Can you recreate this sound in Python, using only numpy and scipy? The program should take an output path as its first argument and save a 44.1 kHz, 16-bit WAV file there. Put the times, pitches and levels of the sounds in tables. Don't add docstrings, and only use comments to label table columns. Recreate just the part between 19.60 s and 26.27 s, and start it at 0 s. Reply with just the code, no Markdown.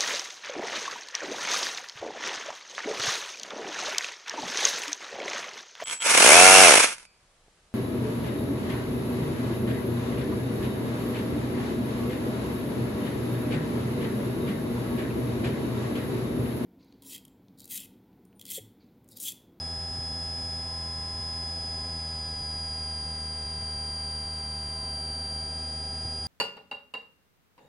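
import sys
import numpy as np
from scipy import signal
from scipy.fft import rfft, irfft
from scipy.io import wavfile
from scipy.ndimage import uniform_filter1d

SR = 44100
rng = np.random.default_rng(int(sys.argv[2]) if len(sys.argv) > 2 else 0)


def int16_out(signal):
    q = np.round(np.clip(np.atleast_2d(signal).T, -1, 1) * 32767)
    wavfile.write(sys.argv[1], SR, q.astype(np.int16))


N = 294147
TIME = np.arange(N) / SR

# frequency in Hz, level in dB per Hz.
ROAR_SPECTRUM = [(12, -80), (30, -85.5), (50, -80), (70, -76), (125, -76.5), (200, -81.5), (280, -84.5),
                 (350, -89.5), (470, -85), (570, -91), (690, -88.5), (850, -89), (1200, -98), (3000, -112)]
LINE_HISS_SPECTRUM = [(20, -86.5), (1500, -95.5), (4000, -96), (7000, -96.5), (10000, -95.5)]
EAR_HISS_SPECTRUM = [(30, -66), (100, -101), (400, -95.5), (2500, -95), (5000, -97.5), (7500, -96.5),
                     (10000, -95.5)]
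# harmonic number, level in dB rms.
INVERTER_PARTIALS = [(1, -62), (2, -52), (3, -69.5)]
DISPLAY_PARTIALS = [(4, -69), (6, -74), (8, -58.5), (10, -70.5), (12, -59.5), (14, -79.5), (16, -61.5),
                    (20, -63.5), (24, -67), (28, -71), (32, -76.5), (36, -79.5), (37, -80), (43, -83.5)]
# harmonic number, level in dB before the spell's gain.
BUZZ_BODY = [(2, -57), (3, -62.5), (4, -64), (5, -60.5), (6, -57.5)]
# harmonic number, level in dB rms.
BUZZ_TOP = [(7, -74.5), (9, -75), (10, -71), (11, -80), (12, -75), (14, -70.5)]
# start in seconds, end in seconds, gain in dB.
BUZZ_SPELLS = [(0, 1.2, -1), (1.8, 2.33, -.5), (5.2, 6.67, 0.6)]
# start in seconds, end in seconds, level in dB rms.
TONE_SPELLS = [(1.04, 1.87, -54.7), (2.15, 2.32, -54), (2.32, 5.17, -60), (5.17, 5.31, -54)]
FLASH_KICKS_DB = [-32, -36, -30, -34, -44, -29.5]
# harmonic of the firing rate, base level in dB.
HUM_PARTIALS = [(1, -41), (2, -50.5), (3, -54.5), (4, -71), (5, -66), (6, -60), (7, -62)]
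# time after the light fires in seconds, delay in hum cycles.
STROBE_STUMBLES = [(.14, 0.25), (0.281, .22), (.44, .18), (0.626, .25)]
BEACON_STUMBLES = [(0, .26), (.133, 0.26)]
# harmonic of the firing rate, relative level in dB.
CRANK_RIPPLE = [(1, 0), (2, -10), (3, -9.5)]
# time in seconds, pitch in Hz.
WHINE_PITCH = [(0.05, 5063), (0.38, 5064), (1.64, 5051), (2.42, 4996), (3.31, 4819), (4.21, 4762),
               (5.65, 4731), (6.05, 4791), (6.6, 4828)]
# harmonic of the stator frequency, level in dB relative to the sixth.
WHINE_PARTIALS = [(1, -30.5), (2, -25.5), (4, -24.5), (5, -51.5), (6, 0), (8, -31), (10, -45), (12, -12.5)]

FLASH_TIMES_S = np.arange(.386, N / SR, 1.2134)
BEACON_TIMES_S = np.arange(.181, N / SR, 1.2255)


def from_db(db):
    return 10 ** (np.asarray(db) / 20)


def drift(corner_hz):
    hz = np.arange(N // 2 + 1) * SR / N
    slow = irfft(rfft(rng.standard_normal(N)) / (1 + (hz / corner_hz) ** 2), N)
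    return slow / slow.std()


def noise(spectrum):
    points = np.array(spectrum)
    hz = np.maximum(np.arange(N // 2 + 1) * SR / N, 1)
    level_db = np.interp(np.log(hz), np.log(points[:, 0]), points[:, 1])
    return irfft(rfft(rng.standard_normal(N)) * from_db(level_db), N) * np.sqrt(SR / 2)


def turning(hz):
    return 2 * np.pi * (np.cumsum(hz * np.ones(N)) / SR + rng.random())


def partials(phase, table, scatter=1):
    return np.sqrt(2) * sum(from_db(db) * np.cos(round(k) * phase + scatter * rng.uniform(-np.pi, np.pi))
                            for k, db in table)


def impulses(times, sizes):
    clicks = np.zeros(N)
    inside = (times >= 0) & (times < TIME[-1])
    clicks[(times[inside] * SR).astype(int)] = (sizes * np.ones(len(times)))[inside]
    return clicks


def fader(spells, idle_db, ramp_s):
    gain = np.full(N, from_db(idle_db))
    for start, end, db in spells:
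        gain[(TIME >= start) & (TIME < end)] = from_db(db)
    return uniform_filter1d(gain, size=int(ramp_s * SR))


def knocks(kicks, hz, t60_s):
    decay, step = from_db(-60 / (t60_s * SR)), 2 * np.pi * hz / SR
    return signal.lfilter([0, np.sin(step)], [1, -2 * decay * np.cos(step), decay ** 2], kicks + 1e-18)


def amplifier_hiss():
    return noise(LINE_HISS_SPECTRUM), np.array([noise(EAR_HISS_SPECTRUM), noise(EAR_HISS_SPECTRUM)])


def cabin_roar(hum, pulsing=0.19):
    return noise(ROAR_SPECTRUM) * (1 + pulsing * hum / hum.std())


def instruments(inverter_hz=398.7, scan_hz=82.37, odd_db=-76, waver_db=-0.1):
    inverter = partials(turning(inverter_hz), INVERTER_PARTIALS) * from_db(waver_db * drift(7.4))
    scan = turning(scan_hz)
    odd_partials = [(k, odd_db) for k in range(9, 34, 2)]
    return inverter + partials(scan, DISPLAY_PARTIALS) + partials(scan, odd_partials)


def digital_unit(clock_hz=128.1, switch_s=0.12, octave_db=-3, octave_limit_db=-64.5):
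    clock = turning(clock_hz)
    body_gain = fader(BUZZ_SPELLS, idle_db=-11.5, ramp_s=switch_s)
    buzz = body_gain * partials(clock, BUZZ_BODY) + partials(clock, BUZZ_TOP)
    tone_gain = fader(TONE_SPELLS, idle_db=-70, ramp_s=switch_s)
    octave_gain = np.minimum(tone_gain * from_db(octave_db), from_db(octave_limit_db))
    return buzz + tone_gain * partials(clock, [(8, 0)]) + octave_gain * partials(clock, [(16, 0)])


def strobe_thumps(tick_db=-7.0):
    kicks = impulses(FLASH_TIMES_S, from_db(FLASH_KICKS_DB))
    thud = knocks(kicks, hz=110, t60_s=0.045)
    tick = knocks(kicks, hz=290, t60_s=0.018)
    return -thud - from_db(tick_db) * tick


def stumbles(scatter_s=.004, size_spread=0.22, advance_cycles=0.26, catch_up_s=0.061):
    lights = (FLASH_TIMES_S, STROBE_STUMBLES), (BEACON_TIMES_S, BEACON_STUMBLES)
    times, cycles = np.transpose([(start + after, delay) for starts, pattern in lights
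                                  for start in starts for after, delay in pattern])
    late, harder = rng.standard_normal((len(times), 2)).T
    slips = impulses(times + scatter_s * late, cycles * (1 + size_spread * harder))
    slips -= impulses(FLASH_TIMES_S, advance_cycles)
    lag = signal.lfilter([1], [1, -np.exp(-1 / (catch_up_s * SR))], slips + 1e-18)
    return uniform_filter1d(lag, size=400)


def regulator_hum(firing, sag_hz, wander_cycles=0.024, unevenness=0.022, db_per_sag_hz=0.0011):
    lag = stumbles() + wander_cycles * drift(27)
    pulses = partials(firing - 2 * np.pi * lag, HUM_PARTIALS, scatter=0)
    return pulses * (1 + unevenness * drift(27)) * from_db(db_per_sag_hz * sag_hz)


def engine_flutter(ripple_hz, sag_hz, firing, flutter_hz=18, belt_hz=6.0, jitter_hz=6.24):
    shake = (flutter_hz + 0.029 * sag_hz) * partials(firing, CRANK_RIPPLE, scatter=0)
    belt = np.sin(turning(ripple_hz / 150))
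    return ripple_hz - shake + belt_hz * belt + jitter_hz * drift(243)


def alternator_whine(pitch_hz, hum, base_db=-36.5, recharge_s=.625,
                     field_depth=0.06, rotor_depth=0.04, shimmer=0.028):
    recharges = [(flash, flash + recharge_s, 1.3) for flash in FLASH_TIMES_S]
    load = fader(recharges, idle_db=0.5, ramp_s=0.11)
    stator = turning(pitch_hz / 6)
    rotor = stator / 6
    field = signal.sosfilt(signal.butter(1, 110, fs=SR, output="sos"), hum)
    strength = 1 + field_depth * field / field.std() + rotor_depth * np.sin(rotor) + shimmer * drift(68)
    return from_db(base_db) * load * strength * partials(stator, WHINE_PARTIALS)


def scene(ripples_per_firing=61.79):
    ripple_hz = np.interp(TIME, *np.transpose(WHINE_PITCH))
    sag_hz = ripple_hz.max() - ripple_hz
    firing = turning(ripple_hz / ripples_per_firing)
    hum = regulator_hum(firing, sag_hz)
    whine = alternator_whine(engine_flutter(ripple_hz, sag_hz, firing), hum)
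    line = hum + whine + instruments() + digital_unit() + strobe_thumps() + cabin_roar(hum)
    line_hiss, ear_hiss = amplifier_hiss()
    return (line + line_hiss) * from_db([[-.08], [.08]]) + ear_hiss


def record(dry, coupling_hz=41, edge_hz=9750, cutoff_hz=10250):
    coupled = signal.sosfilt(signal.butter(2, coupling_hz, "high", fs=SR, output="sos"), dry)
    rolled = signal.sosfilt(signal.butter(14, edge_hz, fs=SR, output="sos"), coupled)
    return signal.sosfilt(signal.ellip(10, .05, 80, cutoff_hz, fs=SR, output="sos"), rolled)


dry = scene()
out = record(dry)
int16_out(out)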